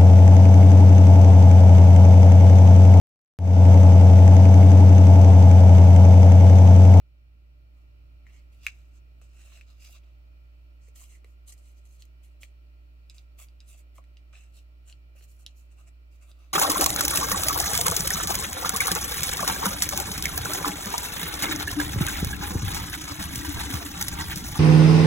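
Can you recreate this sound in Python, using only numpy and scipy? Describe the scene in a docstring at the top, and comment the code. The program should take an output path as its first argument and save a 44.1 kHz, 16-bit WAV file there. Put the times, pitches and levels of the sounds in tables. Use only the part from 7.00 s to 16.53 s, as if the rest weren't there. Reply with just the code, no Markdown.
"""A room with a table: fingertips slide along the folds of a paper model held above the top.
Stick-slip clicks drive resonances of the sheet; creases snap as short rings with cracks, panels pop lower.
The table top and the room return the paper's sound. A small motor hums as a comb of sine overtones
over ventilation noise, shaped by frequency. The sound fades up at first."""
import sys
import numpy as np
from scipy import signal
from scipy.fft import rfft, irfft, next_fast_len
from scipy.io import wavfile
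from scipy.ndimage import uniform_filter1d

SR = 44100
rng = np.random.default_rng(int(sys.argv[2]) if len(sys.argv) > 2 else 0)


def store_pcm(level_fs):
    """Save levels as 16-bit WAV."""
    pcm = np.round(np.clip(level_fs, -1, 1) * 32767).astype(np.int16)
    wavfile.write(sys.argv[1], SR, np.atleast_2d(pcm).T)


N = 420273

# sheet resonances: f/Hz, width of one stage/Hz, relative level/dB
POCKET_MODES = [(2100, 820, -3), (2719, 373, 0), (3330, 1200, -8.5), (4154, 880, -4.5)]
HISS_MODES = [(4650, 1300, -0.5), (5860, 920, -1.5), (6410, 1300, -2), (7750, 1500, 1.5), (9204, 1500, -8)]
SHEEN_MODES = [(10410, 2900, 5), (13550, 8200, -0.5), (17300, 1400, 3.5)]
FLEX_MODES = [(640, 164.3, 10), (760, 181, -2), (1170, 340, 4), (1451, 364, -4)]
# creases snapping: t/s, peak before room/dB, ring f/Hz, crack above ring/dB, crack tilt/(dB/octave), left-right/dB
SNAP_EVENTS = [(1.267, -46.5, 1960, -18, -11, 4), (1.634, -54, 2700, 2, -7, -9),
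               (1.6662, -15, 2370, -7, -4.5, 0), (2.215, -55, 2670, 1.5, -1, -2),
               (2.611, -41.5, 2500, -6.5, -10, 1), (2.798, -60, 2820, -4, -11, -5),
               (3.036, -59.5, 2950, -8, -16, -3), (3.8745, -63, 2250, -8, -15, 0),
               (3.886, -61, 2370, 10, -2, -11), (4.245, -51.5, 2330, 1.5, -10, 1),
               (4.483, -50, 4300, 3, -3, -9), (4.512, -62, 2600, 12, -2, -6),
               (4.5224, -56, 2100, -1, -4, -2), (4.538, -61, 2200, 20, 2, -2),
               (4.579, -67, 2700, 16, -4, -4), (4.854, -65, 2440, 9, 0, 0),
               (5.022, -47, 2950, 8.5, -11, -1), (5.0535, -61.5, 2530, 13.5, -2, -1),
               (5.4225, -50, 3200, -4, -2, -1), (5.4322, -33.5, 2555, -6.5, -9, -1),
               (6.0982, -39, 4030, 0.5, -16, -2), (6.147, -56, 2850, -7, -11, -4),
               (6.1822, -42, 4130, 0, -20, -1), (6.4856, -56, 2880, 5, -21, -1),
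               (6.6042, -42, 4150, 1.5, -21, -2), (6.742, -52, 2900, -10, -11, 0),
               (6.981, -52, 2550, -10, -12, 2), (7.0402, -58.5, 2420, 3, -12, 2),
               (7.17, -52, 2970, 7.5, -18.5, -2), (7.354, -46, 2450, -1.5, -16, 5),
               (7.898, -47, 2900, 1, -10.5, -1), (7.9254, -48, 3020, 5, -15, 2),
               (8.209, -56, 2100, -5, -16, -1), (8.4636, -31.5, 3620, 4, -14, -3),
               (9.315, -53, 3700, 5.5, -20.5, 0), (9.443, -59, 2500, -8, -12, 6)]


def from_db(db):
    """Decibels to gain."""
    return 10 ** (np.asarray(db) / 20)


def rms_one(x):
    """Scale to rms 1."""
    return x / np.sqrt(np.mean(x ** 2) + 1e-20)


def at_hz(points, hz):
    """Read a spectrum on a log-frequency axis."""
    point_hz, values = np.array(points).T
    return np.interp(np.log(hz), np.log(point_hz), values)


def sides(pan_db):
    """Left and right gains of constant power."""
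    gains = from_db(np.array([[.5], [-.5]]) * pan_db)
    return gains / np.sqrt(np.mean(gains ** 2, axis=0))


def wobble(spread_db, corner_hz):
    """Slowly wandering gain: noise at every 100th sample through a double one-pole low-pass, read as dB."""
    r = np.exp(-200 * np.pi * corner_hz / SR)
    noise = rng.standard_normal(N // 100 + 402)
    slow = signal.lfilter([1], [1, -2 * r, r * r], noise)[400:]     # drop the filter's start
    return np.interp(np.arange(N) / 100, np.arange(len(slow)), from_db(spread_db * rms_one(slow)))


def resonate(x, modes, patchy_db=0, centre_hz=None):
    """Parallel two-stage resonances of alternating sign, optionally swelling or favouring a centre; rms 1."""
    favour_db_per_octave2 = 16.5
    out, total = 0, 0
    for k, (hz, width_hz, level_db) in enumerate(modes):
        r = np.exp(-np.pi * width_hz / SR)
        stage = [(1 - r * r) / 2, 0, (r * r - 1) / 2, 1, -2 * r * np.cos(2 * np.pi * hz / SR), r * r]
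        swell = wobble(patchy_db, corner_hz=13.6) if patchy_db else 1
        drop_db = 0 if centre_hz is None else favour_db_per_octave2 * np.log2(hz / centre_hz) ** 2
        gain = from_db(level_db - drop_db)
        ringing = signal.sosfilt([stage, stage], x + 1e-18)
        out = out + (-1) ** k * gain * swell * ringing
        total = total + width_hz * gain ** 2
    return rms_one(out / np.sqrt(total))


def motor():
    """Overtones of the shaft rate, high ones wavering more; standing waves give each its side and lead."""
    shaft_hz = 58.865
    # multiple of shaft rate, rms before fade/dB, left-right/dB, left lead/rad
    overtones = [(1, -49.9, -2.4, -0.3), (2, -82, 0, -0.1), (3, -88, -2, -0.6), (5, -80, -1, -0.5),
                 (6, -84, 0, -0.5), (10, -78, 4, 2.6), (11, -87, -5, -1.6), (13, -94, -6, 2.8),
                 (14, -95, 1, 3.1), (22, -92, -1, -2.9), (23, -83, 0, 2.6), (24, -86, 3, -2.6),
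                 (32, -95, -7, -1.7), (33, -92, -3, 2.0), (34, -94, -11, 1.9), (38, -90, 0, -2.8),
                 (39, -85, 7, -3.0), (40, -82, -11, -3.1), (41, -91, -1, 0.7), (42, -87, 2, -0.5),
                 (45, -87, -16, -0.8), (46, -83, 4, 2.8), (48, -91, -5, -0.0), (51, -92, -3, -0.3),
                 (52, -95, -7, -1.1), (53, -94, -6, 1.9), (78, -94, -9, -2.5)]
    turn, out = 2 * np.pi * shaft_hz * np.arange(N) / SR, np.zeros((2, N))
    for multiple, level_db, pan_db, lead_rad in overtones:
        phase = multiple * turn + rng.uniform(0, 2 * np.pi) + np.array([[lead_rad], [0]])
        waver = wobble(0.081 + .5 * np.log(multiple), corner_hz=3.8)
        out += np.sqrt(2) * from_db(level_db) * waver * sides(pan_db) * np.sin(phase)
    return out


def air():
    """Ventilation noise with resonances, its likeness and lean between the ears set per frequency."""
    level_db, rumble_hz = -65.5, 250
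    # noise spectrum: f/Hz, relative density/dB
    spectrum = [(30, -28), (72, -26.5), (100, -24.5), (174, -38), (330, -38), (420, -42.5), (610, -44),
                (900, -47), (1350, -55), (1700, -54), (2550, -50), (4200, -56), (8500, -67), (15500, -59)]
    # left-right likeness: f/Hz, correlation (-1 to 1)
    likeness = [(60, 0.72), (150, 0.934), (380, 0.025), (950, -0.44), (2380, -0.25), (5980, -0.12),
                (15000, -0.065)]
    # side balance: f/Hz, left-right/dB
    lean = [(60, -2), (150, 1), (380, 1.5), (950, 0.0), (2380, -1.5), (5980, -2.5), (15000, 3)]
    # motor housing and ducts ringing: f/Hz, width/Hz, rise above noise/dB
    housing = [(127.5, 6.8, 10.5), (204, 25, 3), (600, 39, 8.5), (1340, 220, 12.5), (1960, 120, 3.5),
               (2370, 98, 6.5), (2950, 58, 6), (4070, 80, 8), (4405, 106.2, 10), (5430, 200, 9),
               (7670, 142, 9)]
    # gain of the low end: t/s, gain/dB
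    rumble = [(0, 0.5), (1.198, 2), (2.401, -1.5), (3.5, -4), (5.5, -5.5), (9.53, -4.5)]
    size = next_fast_len(N)
    hz = np.maximum(np.arange(size // 2 + 1) * SR / size, 20)
    mid, side = rfft(rng.standard_normal((2, size)))
    alike = np.clip(at_hz(likeness, hz), -1, 1)
    pair = np.sqrt(1 + alike) * mid + np.sqrt(1 - alike) * side * [[1], [-1]]
    peaks_db = sum(rise_db / (1 + (2 * (hz - peak_hz) / width_hz) ** 2)
                   for peak_hz, width_hz, rise_db in housing)
    pair = pair * from_db(at_hz(spectrum, hz) + peaks_db) * sides(at_hz(lean, hz))
    full = irfft(pair, size)[:, :N]
    low = irfft(pair / (1 + (hz / rumble_hz) ** 4), size)[:, :N]
    extra = from_db(np.interp(np.arange(N) / SR, *np.transpose(rumble))) - 1
    return from_db(level_db) * rms_one(full + extra * low)


def pressure():
    """Gains of hiss, pocket, flex, sheen and centres of pocket, hiss, sheen.

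    Each stroke rises, holds and falls; after each snap the settling sheet leaves a dying rustle."""
    # finger strokes: full pressure t/s, rise/s, hold/s, fall/s (rise and fall per 20 dB), hiss before room/dB,
    # pocket, flex, sheen above hiss/dB, centres of pocket, hiss, sheen f/Hz
    finger_strokes = [(0.77, 0.057, 0.05, 0.1, -86, 0, 6.5, 0, 2510, 6220.0, 14500.0),
                      (1.27, 0.029, 0.032, 0.04, -83.5, 14.5, 3.0, 1, 2117, 5650, 12800.0),
                      (1.334, 0.03, 0.039, 0.07, -70, 1.5, -8, -8, 2675, 5520, 14200),
                      (1.525, 0.016, 0.03, 0.094, -76.5, 1.5, -10, 0, 2760.0, 5750, 13150),
                      (1.636, 0.045, 0.034, 0.026, -62.5, 3.5, -8, -5.5, 3070.0, 5470, 13250),
                      (1.76, 0.11, 0.036, 0.19, -77.5, 3, -5, -3, 2430, 6180.0, 13060),
                      (1.96, 0.077, 0.016, 0.028, -71.5, -6, -9, -10, 2990.0, 6260, 12600.0),
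                      (2.218, 0.0045, 0.031, 0.074, -72.5, -4, -8, -10, 2730, 6140.0, 12600.0),
                      (2.42, 0.16, 0.076, 0.1, -65, 0, -8.5, -7, 2720, 6500, 11900.0),
                      (2.53, 0.06, 0.065, 0.025, -67, 3, -7, -5, 2830, 5810, 14130),
                      (2.685, 0.033, 0.027, 0.094, -70.5, 2.5, -5.0, -8, 3685, 4850, 13290),
                      (2.825, 0.054, 0.045, 0.08, -61, -1, -13, -4.5, 2820, 5020, 14000.0),
                      (2.9, 0.057, 0.038, 0.037, -64, -1.5, -23, 1.5, 3300, 5770, 13650),
                      (2.95, 0.034, 0.018, 0.03, -62.5, -0.5, -6, -13, 3480.0, 5060, 13900.0),
                      (3.04, 0.03, 0.05, 0.099, -85, 5.5, 3, -15, 2944, 4970.0, 14500.0),
                      (3.82, 0.02, 0.073, 0.027, -73, -10, -22, -12, 2150.0, 6500.0, 10800.0),
                      (3.958, 0.011, 0.073, 0.09, -59, -6.5, -14.5, -2.5, 3200, 7130, 12120),
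                      (4.11, 0.069, 0.044, 0.044, -64, -3.5, -15.5, -8.0, 2600, 7650, 11010),
                      (4.25, 0.01, 0.08, 0.034, -83.0, -4, -3, 1.5, 2200, 6450, 13100.0),
                      (4.478, 0.011, 0.026, 0.02, -53, -7.5, -18.5, -5, 3770, 8100, 10820),
                      (4.522, 0.007, 0.008, 0.012, -53, -12, -24, -7, 2600, 7000, 10800.0),
                      (4.58, 0.028, 0.017, 0.044, -72, -16, -13, -4, 3400.0, 7000, 11300.0),
                      (4.665, 0.1, 0.027, 0.078, -68.5, -4, -25, -4, 2998, 7100, 11700.0),
                      (4.779, 0.054, 0.013, 0.03, -72, -9, -25, -7.5, 3910.0, 5840, 12300.0),
                      (4.855, 0.0096, 0.0081, 0.033, -69, -5, -14, 0, 3690.0, 6680.0, 10390),
                      (4.92, 0.11, 0.043, 0.032, -70, -9, -16, -3.5, 3660, 6750, 11510),
                      (5.0, 0.022, 0.021, 0.03, -64.5, -6, -19, -9, 3720, 7510.0, 11200.0),
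                      (5.235, 0.012, 0.013, 0.076, -70, -2, -16, -1, 2670, 7180, 11000.0),
                      (5.414, 0.01, 0.018, 0.042, -59, -10, -15, -2.5, 3270, 6770, 12130),
                      (6.146, 0.0069, 0.037, 0.055, -68, -2, -7.5, -6, 3036, 6740.0, 12900.0),
                      (6.392, 0.016, 0.042, 0.039, -58.5, -3.0, -11, 2, 2910, 7200, 13050),
                      (6.689, 0.03, 0.035, 0.063, -60.5, -7.5, -17, -3.0, 3440.0, 7430, 12300.0),
                      (6.775, 0.04, 0.028, 0.025, -65, -6.5, -26, -4, 2702, 7240, 12300.0),
                      (6.955, 0.013, 0.028, 0.024, -67.5, -3, -12.0, -2.5, 2586, 7300.0, 12630),
                      (7.329, 0.0038, 0.028, 0.14, -68, 6.5, -2, -12, 2490, 6150, 12100.0),
                      (7.385, 0.068, 0.023, 0.11, -68, -8, -26, -9, 2400, 7500, 11500.0),
                      (7.56, 0.047, 0.03, 0.045, -66.5, -0.5, -12.5, -1.5, 3810, 5930.0, 10900.0),
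                      (7.875, 0.024, 0.04, 0.022, -63, -4, -10, -8.5, 2950, 7800, 11820),
                      (8.163, 0.015, 0.034, 0.04, -70.5, 0.5, -7, 0.5, 2460.0, 5800.0, 12950),
                      (8.225, 0.03, 0.018, 0.024, -64, -3, -13, -0.5, 3280, 6260, 14090),
                      (8.288, 0.02, 0.018, 0.14, -70, -9.0, -18, 2, 3340.0, 6660, 13720),
                      (8.4, 0.041, 0.027, 0.025, -66, -13, -11.5, -6, 3815, 7970.0, 12710),
                      (8.575, 0.033, 0.023, 0.07, -68.5, -11, -24, -0.5, 3580, 6740, 13120),
                      (8.716, 0.013, 0.008, 0.043, -70, -5, -12, -10, 2130.0, 7610.0, 11820),
                      (8.787, 0.028, 0.012, 0.068, -69.5, -1.5, 1.5, -4, 2710, 7730.0, 11300.0),
                      (8.875, 0.02, 0.011, 0.017, -66, -1, -8, -7, 2220, 7470, 10790),
                      (9.12, 0.015, 0.037, 0.087, -76.5, -2, -9, -0.5, 2980.0, 6020, 14600),
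                      (9.222, 0.021, 0.011, 0.046, -66.5, -3.5, -2, -3, 2590.0, 7060.0, 11300.0),
                      (9.285, 0.047, 0.017, 0.05, -69.5, -0.5, -0.5, -0.5, 3296, 7480, 11220),
                      (9.4, 0.11, 0.045, 0.11, -76.5, 2.5, 3, -3, 3360, 5660.0, 10720),
                      (9.5, 0.05, 0.03, 0.05, -85.5, 8, 3, -1, 3100.0, 5510.0, 13300.0)]
    # rustle: pocket, flex, sheen above hiss/dB
    settle_colour_db = [1, -14, -19]
    # centres with no finger pressing: pocket, hiss, sheen f/Hz
    settle_centres_hz = [3000, 6500, 12300]
    # hiss after a 0 dB snap, dB of hiss per dB of snap, decay
    settle_db, settle_follows, settle_db_per_s = -39.5, 0.69, 351
    t, power = np.arange(N) / SR, np.zeros((4, N))
    weight = np.full(N, 1e-10)
    centres = weight * np.array(settle_centres_hz)[:, None]
    for s, rise_s, hold_s, fall_s, hiss_db, pocket_db, flex_db, sheen_db, *centres_hz in finger_strokes:
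        start = max(round((s - 2 * rise_s) * SR), 0)
        on = slice(start, round((s + hold_s + 2 * fall_s) * SR))
        off_hold = np.maximum((s - t[on]) / rise_s, (t[on] - s - hold_s) / fall_s)
        stroke = from_db(hiss_db - 20 * np.maximum(off_hold, 0)) ** 2
        power[:, on] += stroke * from_db([[0], [pocket_db], [flex_db], [sheen_db]]) ** 2
        weight[on] += stroke
        centres[:, on] += stroke * np.array(centres_hz)[:, None]
    for s, peak_db, *_ in SNAP_EVENTS:
        on = slice(round(s * SR), round(s * SR) + SR // 5)
        level_db = settle_db + settle_follows * peak_db - settle_db_per_s * (t[on] - s)
        power[:, on] += from_db(level_db + np.array([0] + settle_colour_db)[:, None]) ** 2
    return np.sqrt(power), centres / weight


def strokes(slips_per_s, spread_db, shared, clump_db):
    """Skin sticks and slips on paper fibres: dense clicks into the sheet's resonances, in clumps of level."""
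    slips = (rng.random((3, N)) < slips_per_s / SR) * rng.choice([-1, 1], (3, N))
    slips = slips * from_db(spread_db * np.minimum(rng.exponential(1, (3, N)), 3.5))
    gains, (pocket_hz, hiss_hz, sheen_hz) = pressure()
    gains = uniform_filter1d(gains, size=66) * wobble(clump_db, corner_hz=120.0)
    bands = [HISS_MODES, POCKET_MODES, FLEX_MODES, SHEEN_MODES]
    centres = [hiss_hz, pocket_hz, None, sheen_hz]
    out = 0
    for gain, modes, centre_hz, share in zip(gains, bands, centres, np.clip(shared, 0, 1)):
        # each ear faces other parts of the sheet
        pair = np.sqrt(share) * slips[0] + np.sqrt(1 - share) * slips[1:]
        out = out + gain * resonate(pair, modes, patchy_db=1.7, centre_hz=centre_hz)
    return out * sides(-0.76)


def burst(hz, t60_s):
    """A buckling panel: a ring that swells smoothly and dies, so little spills far from its pitch; peak 1."""
    t = np.arange(SR // 10) / SR
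    ring = 1e-18 + t * from_db(-60 * t / max(t60_s, .002)) * np.sin(2 * np.pi * hz * t)
    # a small free sheet radiates little bass
    ring = signal.sosfilt(signal.butter(4, 0.5 * hz, "high", fs=SR, output="sos"), ring)
    return ring / np.max(np.abs(ring))


def crack(hz, tilt_db, chance):
    """One clean break and smaller ones within 2 ms excite the sheet, fading below the ring; peak 1."""
    breaks = np.zeros((2, SR // 10))
    breaks[:, :88] = chance * from_db(-11.0 - 60 * np.arange(88) / SR / 0.0054)    # t60 5.4 ms
    breaks[:, 0] = 1
    modes = []
    for mode_hz, width_hz, level_db in POCKET_MODES + HISS_MODES + SHEEN_MODES:
        slope_db = tilt_db if mode_hz > hz else 24      # per octave
        modes.append((mode_hz, 0.76 * width_hz, level_db + slope_db * np.log2(mode_hz / hz)))
    sound = resonate(breaks, modes)
    return sound / np.max(np.abs(sound))


def snaps():
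    """Each crease gives a short ring and a crack; panels pop lower, shaking the flex resonances too."""
    # panels popping in or out: t/s, ring peak before room/dB, ring f/Hz, shake above ring/dB
    pops = [(2.215, -66, 494, 10), (2.521, -62, 1165, 0), (2.894, -58.5, 710, -3), (3.882, -58.5, 450, -14),
            (4.0155, -60, 1140, -10), (4.243, -55, 446, -3), (5.431, -60.5, 577, 2.5),
            (6.747, -63, 680, -5), (6.865, -65, 600, -9), (6.982, -48.5, 1116, -12),
            (6.986, -49.5, 620, -18), (7.334, -70, 1320, 13), (8.153, -61, 577, -6.5), (8.209, -65, 435, 0)]
    snap_t60_cycles, pop_t60_cycles, left_lead_samples = 6.0, 9.7, 1
    out, size = np.zeros((2, N + SR)), SR // 10
    chance = rng.standard_normal((len(SNAP_EVENTS), 3, 88))
    for (s, peak_db, hz, crack_db, tilt_db, pan_db), c in zip(SNAP_EVENTS, chance):
        breaks = c[0] + c[1:] / 2       # common part plus one per ear
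        sound = burst(hz, snap_t60_cycles / hz) + from_db(crack_db) * crack(hz, tilt_db, breaks)
        sound[1] = np.roll(sound[1], left_lead_samples)
        start = round(s * SR)
        out[:, start:start + size] += from_db(peak_db) * sides(pan_db) * sound
    shake = resonate(np.arange(size) == 0, FLEX_MODES)
    shake = shake / np.max(np.abs(shake))
    for s, peak_db, hz, shake_db in pops:
        sound = burst(hz, pop_t60_cycles / hz) + from_db(shake_db) * shake
        start = round(s * SR)
        out[:, start:start + size] += from_db(peak_db) * sound
    return out[:, :N]


def bounce(x):
    """The table top returns the paper's sound after twice its height, with little bass: a comb."""
    # touched spot over the table: t/s, height/cm
    height = [(1.3, 17), (1.67, 13.7), (2.4, 12.8), (2.9, 14), (4.0, 16.8), (5.43, 16.5), (6.1, 13.7),
              (6.4, 15.5), (6.6, 13.2), (7.17, 17.8), (7.35, 13.2), (7.9, 12), (8.46, 12.3), (9.3, 14.4)]
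    bounce_db, bass_cut_hz, sound_m_per_s = -6.5, 800, 343
    n = np.arange(N)
    height_m = np.interp(n / SR, *np.transpose(height)) / 100
    late = n - 2 * height_m / sound_m_per_s * SR
    thin = signal.sosfilt(signal.butter(1, bass_cut_hz, "high", fs=SR, output="sos"), x)
    return x + from_db(bounce_db) * np.array([np.interp(late, n, v) for v in thin])


def room(x):
    """Scattered echoes off table and hands from 3 ms, then a dull diffuse tail; unlike in each ear."""
    echo_db, echo_t60_s, tail_db, tail_t60_s = -10, 0.064, -21, 0.28    # before the dulling low-pass
    t = np.arange(SR // 3) / SR
    echoes = (rng.random((2, len(t))) < 1500 / SR) * rng.standard_normal((2, len(t))) * (t > .003)
    echoes = from_db(echo_db - 60 * t / echo_t60_s) * echoes
    tail = rng.standard_normal((2, len(t))) * from_db(-60 * t / tail_t60_s) * (t > .008)
    tail = from_db(tail_db) * tail / np.sqrt(np.sum(tail ** 2) / 2)
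    walls = signal.lfilter([.5], [1, -.55], echoes + tail)
    return x + signal.fftconvolve(x, walls, axes=1)[:, :N]


def scene():
    """Paper in the room, over motor and air."""
    left_lead_samples = 2
    # shared: part of the clicks' power common to both ears, for hiss, pocket, flex, sheen
    rubbing = strokes(slips_per_s=6000, spread_db=2.5, shared=[0.24, 0.58, 0.56, 0.092], clump_db=1.84)
    rubbing[1] = np.roll(rubbing[1], left_lead_samples)
    paper = room(bounce(rubbing + snaps()))
    return paper + motor() + air()


def record(dry):
    """The level fades up; a steep low-pass cuts the top."""
    # t/s, gain/dB
    fade_up = [(0, -3.5), (.5, -2), (1.15, 0.5)]
    cutoff_hz = 15800
    fade = from_db(np.interp(np.arange(N) / SR, *np.transpose(fade_up)))
    return signal.sosfilt(signal.ellip(12, .5, 70, cutoff_hz, fs=SR, output="sos"), dry * fade)


dry = scene()
out = record(dry)
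store_pcm(out)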